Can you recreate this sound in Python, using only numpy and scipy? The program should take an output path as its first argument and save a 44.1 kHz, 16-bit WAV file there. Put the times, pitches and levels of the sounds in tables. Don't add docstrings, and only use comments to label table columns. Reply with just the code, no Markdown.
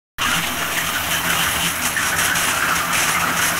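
import sys
import numpy as np
from scipy import signal
from scipy.fft import rfft, irfft, next_fast_len
from scipy.io import wavfile
from scipy.ndimage import uniform_filter1d

SR = 44100
rng = np.random.default_rng(int(sys.argv[2]) if len(sys.argv) > 2 else 0)


def magnitude_from_level(level_db):
    exponent = np.asarray(level_db, float) / 20
    return 10 ** exponent


def transcribe(signal):
    frames = np.atleast_2d(signal).T
    limited = np.clip(frames, -1, 1)
    pcm = np.round(limited * 32767).astype(np.int16)
    wavfile.write(sys.argv[1], SR, pcm)


N = 158319
T = np.arange(N) / SR

SHAFT_HZ = 41.7
OPEN_S = 0.1844
IMPACTS_PER_S = 3000
TICK_SPREAD_DB, PART_DRIFT_DB = -3, 3.2


def evened(x):
    return x / np.sqrt(np.mean(x ** 2) + 1e-20)


def read(points, hz):
    f, value = np.transpose(points)
    return np.interp(np.log(hz + 1), np.log(f + 1), value)


def colour(x, points):
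    size = next_fast_len(N + 4096)
    gain = magnitude_from_level(read(points, np.fft.rfftfreq(size, 1 / SR)))
    return irfft(rfft(x, size) * gain, size)[:N]


def ring(x, hz, width):
    r = np.exp(-np.pi * width / SR)
    return 2 * signal.lfilter([1 - r], [1, -r * np.exp(2j * np.pi * hz / SR)], x).real


def resonate(x, hz, width):
    turn = np.exp(2j * np.pi * np.cumsum(hz * np.ones(len(x))) / SR)
    r = np.exp(-np.pi * width / SR)
    return 2 * (turn * signal.lfilter([1 - r], [1, -r], x / turn)).real


def drift(size):
    return evened(uniform_filter1d(uniform_filter1d(rng.standard_normal(N), size), size))


def burst(t, start, length, rise, fall):
    up = np.clip((t - start) / rise, 0, 1)
    return up * up * (3 - 2 * up) * np.exp(-np.maximum(t - start - length, 0) / fall)


def ticks(rate):
    chance, size, sign = rng.random(N), rng.exponential(1, N), rng.standard_normal(N)
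    return evened((chance < rate / SR) * magnitude_from_level(TICK_SPREAD_DB * np.minimum(size, 4)) * sign)


def treble(x, db, hz):
    high = signal.sosfiltfilt(signal.butter(2, hz, "high", fs=SR, output="sos"), x)
    return x + (magnitude_from_level(db) - 1) * high


def ringing(hits, parts):
    return sum(magnitude_from_level(db + PART_DRIFT_DB * drift(size=1500)) * evened(ring(hits, f, w))
               for f, w, db in parts)


def roar():
    # f/Hz, density/(dB per Hz)
    roar_colour = [(25, -20), (80, -9), (300, -7.5), (1020, -2), (1200, 1), (1700, 0), (3000, -5),
                   (15500, -21.5)]
    level_db, patch_db, flicker_db = -24, 1.5, 1.1
    patches = rng.standard_normal((N // 128 + 6, 257))
    patches = uniform_filter1d(patches, size=20, axis=0)
    patches = evened(uniform_filter1d(patches, size=6, axis=1))
    z = signal.stft(rng.standard_normal(N), nperseg=512, noverlap=384)[2]
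    z = z * magnitude_from_level(patch_db * patches[:z.shape[1]].T)
    noise = signal.istft(z, nperseg=512, noverlap=384)[1][:N]
    return magnitude_from_level(level_db + flicker_db * drift(size=600)) * evened(colour(noise, roar_colour))


def hum():
    # multiple of the shaft rate/1, level/dB
    shaft_orders = [(2, -8), (3, -15), (5.9, -13), (6.8, -11), (15.8, -9), (16.7, -11)]
    # t/s, length/s, level/dB
    exhaust_booms = [(0.35, 0.077, -22), (0.781, 0.086, -30), (1.083, 0.043, -27), (1.246, 0.086, -24),
                     (1.384, 0.039, -21.5), (1.572, .035, -29), (1.635, .045, -17), (2.137, 0.084, -27.5),
                     (2.338, 0.016, -21), (2.724, 0.062, -23), (2.864, 0.063, -25), (2.964, 0.02, -29),
                     (3.174, 0.032, -27), (3.225, 0.029, -23.5), (3.335, 0.13, -31.5)]
    # t/s, length/s, level/dB, multiple of the shaft rate/1
    order_throbs = [
        (0.262, 0.052, -35, 5.93),
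        (0.504, 0.053, -35.5, 5.93),
        (1.257, 0.045, -36, 5.87),
        (1.467, 0.024, -31, 1.98),
        (1.808, 0.061, -35, 5.87),
        (2.045, .03, -38, 2.02),
        (3.247, 0.085, -35.5, 5.87),
    ]
    hum_db, blur_hz, wander = -37.5, 20, 0.0052
    edge_s, idle_db, wobble_db, trim_db, slip_turns = 0.024, -43, 3.5, -13, 0.11

    def blurred(hz):
        return evened(ring(ring(rng.standard_normal(N), hz, blur_hz), hz, blur_hz))

    def swelling(start, length):
        return burst(T, start - edge_s / 2, length, edge_s, edge_s)

    lines = sum(magnitude_from_level(db) * blurred(k * SHAFT_HZ) for k, db in shaft_orders)
    swell = magnitude_from_level(idle_db + wobble_db * drift(size=1200))
    swell = swell + sum(magnitude_from_level(db + trim_db) * swelling(s, d) for s, d, db in exhaust_booms)
    shaft = np.cumsum(SHAFT_HZ * (1 + wander * drift(size=8000))) / SR
    fourth = swell * np.sin(2 * np.pi * (4 * shaft + slip_turns * drift(size=2500)))
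    throbs = sum(magnitude_from_level(db) * swelling(s, d) * np.sin(2 * np.pi * k * shaft)
                 for s, d, db, k in order_throbs)
    return magnitude_from_level(hum_db) * evened(lines) + np.sqrt(2) * (fourth + throbs)


def rattle(guard_db):
    # t/s, length/s, level/dB, brightness/dB
    rattle_bursts = [(0.211, 0.16, -24, -4.5), (0.42, 0.061, -34, -4), (0.585, 0.082, -32, -7),
                     (0.712, 0.051, -32, 1), (0.772, 0.03, -29, 4), (0.836, 0.064, -30.5, 1),
                     (0.95, 0.12, -34, -5), (1.106, 0.072, -26.5, 0.5), (1.246, 0.062, -30, 0),
                     (1.299, 0.021, -25.5, 5), (1.33, 0.14, -26.5, 1), (1.483, 0.14, -30.5, 4),
                     (1.619, 0.073, -24.5, -5), (1.655, 0.063, -30.5, 9), (1.753, 0.016, -33, 16),
                     (1.817, 0.05, -24.5, -2.5), (1.85, 0.02, -21.5, 10), (1.966, 0.13, -26.5, -3),
                     (2.053, 0.052, -27, 3), (2.164, .03, -29.5, 8), (2.183, 0.093, -21.5, 0.5),
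                     (2.352, 0.16, -21.5, 0.5), (2.54, 0.056, -26.5, 1), (2.685, 0.018, -28, -11),
                     (2.752, 0.044, -23, 0), (2.928, 0.14, -19.5, -2), (3.081, 0.025, -20, -1),
                     (3.11, 0.031, -24, 0), (3.196, 0.028, -24, -1.5), (3.366, 0.045, -24.5, -1),
                     (3.414, 0.083, -21.5, 0.5), (3.567, 0.036, -24.5, -2)]
    # f/Hz, density/(dB per Hz)
    tick_colour = [(500, -6.5), (1020, -3), (1250, 3), (2900, 2), (6200, -2.5), (9000, -4.5), (11000, -6.5),
                   (15500, -19)]
    # f/Hz, width/Hz, level/dB
    loose_parts = [(5760, 130, -14), (6050, 80, -17), (6450, 120, -14), (7080, 80, -23), (8140, 130, -18),
                   (9340, 80, -21), (10750, 350, -14), (11150, 150, -18)]
    # f/Hz, width/Hz, level/dB
    guard_modes = [(2835, 50, -26.5), (3063, 17, -24), (3230, 990, -15)]
    ticks_per_s, rise_s, fall_s = 9000, 0.011, 0.032
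    idle_db, trim_db, flutter_db = -35, 2, 1
    guard_follow, guard_ref_db = 0.56, -30
    shapes = np.array([magnitude_from_level(db) * burst(T, s - rise_s / 2, d, rise_s, fall_s)
                       for s, d, db, _ in rattle_bursts])
    force = np.sqrt(magnitude_from_level(2 * idle_db) + (shapes ** 2).sum(0))
    bright_db = np.array(rattle_bursts)[:, 3] @ shapes ** 2 / force ** 2
    steadied = (force / magnitude_from_level(guard_ref_db)) ** (guard_follow - 1)
    hits, knocks = ticks(ticks_per_s), ticks(ticks_per_s)
    body = evened(colour(hits, tick_colour)) + ringing(knocks, loose_parts)
    body = body + magnitude_from_level(guard_db) * steadied * ringing(knocks, guard_modes)
    return treble(body, bright_db, 9000) * force * magnitude_from_level(trim_db + flutter_db * drift(size=300))


def drum():
    # t/s, length/s, level/dB, f/Hz
    stone_strikes = [(0.186, .06, -20, 1160), (0.26, 0.11, -20, 1370), (0.613, 0.092, -21.5, 1320),
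                     (0.759, 0.03, -18, 1780), (0.949, 0.024, -14.5, 1440), (1.12, 0.047, -17, 1710),
                     (1.297, 0.03, -17, 1410), (1.335, 0.022, -34, 1320), (1.462, 0.021, -15, 1300),
                     (1.957, 0.066, -19.5, 1700), (2.022, 0.045, -18, 1480), (2.106, 0.11, -19, 1620),
                     (2.21, 0.16, -22, 1570), (2.267, 0.056, -17.5, 1540), (2.335, 0.12, -24, 1600),
                     (2.53, 0.11, -26, 1403), (2.614, 0.15, -18, 1440), (2.786, 0.032, -17, 1296),
                     (2.897, 0.049, -24, 1364), (3.144, 0.028, -23, 1310), (3.207, 0.046, -19.5, 1310),
                     (3.266, 0.075, -16.5, 1300), (3.388, 0.08, -21, 1530), (3.512, 0.042, -26, 1460)]
    rise_s, fall_s, trim_db = 0.008, 0.015, -7
    width_hz, sag_per_s = 340, 0.31
    hits, out = ticks(IMPACTS_PER_S), np.zeros(N)
    for s, d, db, hz in stone_strikes:
        span = slice(round(s * SR), round((s + d + 6 * fall_s) * SR))
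        pitch = hz * (1 - sag_per_s * (T[span] - s - d / 2))
        thud = resonate(resonate(hits[span], pitch, width_hz), pitch, width_hz)
        out[span] += magnitude_from_level(db + trim_db) * evened(thud) * burst(T[span], s, d, rise_s, fall_s)
    return out


def struck_modes(rows, trim_db):
    rise_s, fall_s, waver_share, flutter_db = 0.008, 0.013, 0.018, 3.5
    waver, flutter, out = drift(size=120), magnitude_from_level(flutter_db * drift(size=110)), np.zeros(N)
    for s, d, db, hz in rows:
        start = s - rise_s
        span = slice(round(start * SR), round((s + d + 6 * fall_s) * SR))
        tone = np.sin(2 * np.pi * np.cumsum(hz * (1 + waver_share * waver[span])) / SR)
        out[span] += magnitude_from_level(db + trim_db) * tone * burst(T[span], start, d + rise_s, rise_s, fall_s)
    return np.sqrt(2) * flutter * out


def drum_rings():
    # t/s, length/s, level/dB, f/Hz
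    shell_modes = [(0.242, 0.016, -26, 1222), (0.262, 0.028, -24, 1593), (0.306, 0.082, -28, 1415),
                   (0.614, 0.015, -34, 1307), (0.782, 0.025, -25.5, 1894), (0.875, 0.024, -27, 1238),
                   (0.959, 0.055, -32, 1502), (1.354, 0.021, -28, 1244), (1.473, 0.023, -29.5, 1720),
                   (1.882, 0.011, -29.0, 1235), (1.969, 0.025, -21.5, 1780), (1.992, 0.023, -29, 1900),
                   (2.03, 0.058, -28.6, 1518), (2.111, 0.026, -26.5, 1730), (2.123, 0.029, -26.3, 1507),
                   (2.146, 0.045, -34, 1302), (2.175, 0.0092, -31, 1780), (2.216, 0.018, -31, 1890),
                   (2.268, 0.053, -27, 1496), (2.277, 0.032, -34, 1614), (2.48, 0.013, -27, 1780),
                   (2.535, 0.057, -29.2, 1374), (2.602, 0.078, -32, 1603), (2.622, 0.037, -26.9, 1414),
                   (2.639, 0.025, -30, 1227), (2.683, 0.008, -31, 1291), (2.683, 0.03, -28, 1410),
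                   (2.715, 0.034, -25, 1302), (2.744, 0.017, -32, 1490), (2.747, 0.032, -29.4, 1660),
                   (2.837, 0.011, -24, 1205), (2.901, 0.068, -27.5, 1350), (2.906, 0.033, -28.5, 1221),
                   (2.918, 0.045, -27.5, 1787), (3.147, 0.012, -22.5, 2077), (3.156, 0.026, -24.5, 1259),
                   (3.211, 0.107, -35, 1395), (3.223, 0.022, -24.5, 1297), (3.237, 0.011, -27, 1480),
                   (3.342, 0.015, -24.5, 1282), (3.394, 0.008, -21.5, 1447), (3.426, 0.008, -29, 1475),
                   (3.438, 0.026, -35, 1730), (3.441, 0.055, -35, 1850), (3.539, 0.011, -26.4, 1500),
                   (3.571, 0.0095, -28.2, 1207)]
    return struck_modes(shell_modes, 0.5)


def clanks():
    # t/s, length/s, level/dB, f/Hz
    frame_clanks = [(0.219, 0.032, -33, 2896), (0.271, 0.09, -33, 3025), (0.335, 0.02, -28.5, 2820),
                    (1.12, .05, -32, 3060), (1.339, 0.072, -31.5, 2860), (1.557, 0.014, -33, 2863),
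                    (1.621, 0.02, -32, 2810), (2.683, 0.017, -31.5, 2627), (2.941, 0.043, -31, 2400),
                    (2.947, 0.023, -32, 2637), (3.144, 0.011, -30, 2196), (3.203, 0.017, -31, 2583)]
    return struck_modes(frame_clanks, 2.5)


def cable_whine():
    level_db, centre_hz, width_hz, wander = -47, 10500, 670, 0.034
    hz = centre_hz * (1 + wander * drift(size=2500))
    grains = ticks(IMPACTS_PER_S) * magnitude_from_level(PART_DRIFT_DB * drift(size=600))
    return magnitude_from_level(level_db) * evened(resonate(resonate(grains, hz, width_hz), hz, width_hz))


def fan():
    # f/Hz, density/(dB per Hz)
    hiss_colour = [(8500, -25.5), (10200, 1), (11500, 4), (12800, 7), (13500, 2), (15700, 2.5)]
    level_db, flutter_db = -36.5, 1.2
    hiss = evened(colour(rng.standard_normal(N), hiss_colour))
    return magnitude_from_level(level_db + flutter_db * drift(size=700)) * hiss


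def scene():
    # t/s, roar nearness/dB, fan/dB, guard/dB, cable/dB
    phone_aim = [(.18, -2.5, 3, 14, -12), (.35, 0, 3, 15.5, -9), (.55, 1, 4.5, 14, -4),
                 (1., 0.5, 8.5, 14, 4), (1.4, 3, 8.5, 13.5, 10), (1.7, 0.5, 6, 12, 20),
                 (1.8, -0.5, 7, -4, 5), (1.95, 0.5, 2, 4, 14.5), (2.3, 1.5, 4, 7.5, 1),
                 (2.7, 3.5, 4, -5, -6), (2.87, 2.5, 6, -20, -8), (3.0, 1, 3, 0, -8),
                 (3.3, 3.5, 4.5, -18, -8), (3.59, 3.5, 8, -6, -6)]
    veil_db, veil_s, veil_from_hz = -13, 0.05, 6600
    s, near_db, fan_db, guard_db, cable_db = np.transpose(phone_aim)
    mix = roar() * magnitude_from_level(np.interp(T, s, near_db)) + hum()
    mix = mix + rattle(np.interp(T, s, guard_db)) + drum()
    veil = veil_db * np.exp(-np.maximum(T - OPEN_S, 0) / veil_s)
    mix = treble(mix, veil, veil_from_hz)
    mix = mix + drum_rings() + clanks()
    mix = mix + cable_whine() * magnitude_from_level(np.interp(T, s, cable_db))
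    mix = mix + fan() * magnitude_from_level(np.interp(T, s, fan_db))
    return np.array([mix, mix])


def top_cut(x):
    return signal.sosfilt(signal.butter(12, 16280, fs=SR, output="sos"), x)


def record(dry):
    # f/Hz, gain/dB
    port_colour = [(350, 1), (490, -6), (640, 0), (3170, -1.5), (3290, -5.5), (4700, -7.5), (5300, -4),
                   (5800, -2)]
    ceiling, edge_hz = 0.56, 15730
    notch_hz, notch_width_hz, notch_share = 4620, 300, 0.45
    t = np.maximum(T - OPEN_S, 0)
    offset = 0.075 * np.exp(-t / 0.035) - 0.026 * np.exp(-t / 0.62)
    x = colour(dry[0], port_colour)
    x = x - notch_share * ring(x, notch_hz, notch_width_hz)
    x = (ceiling * np.tanh(x / ceiling) + offset) * (T >= OPEN_S)
    band = signal.firwin(1023, edge_hz, window=("kaiser", 10), fs=SR)
    x = signal.oaconvolve(x, band, "same")
    return top_cut(np.array([x, x]))


dry = scene()
out = record(dry)
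transcribe(out)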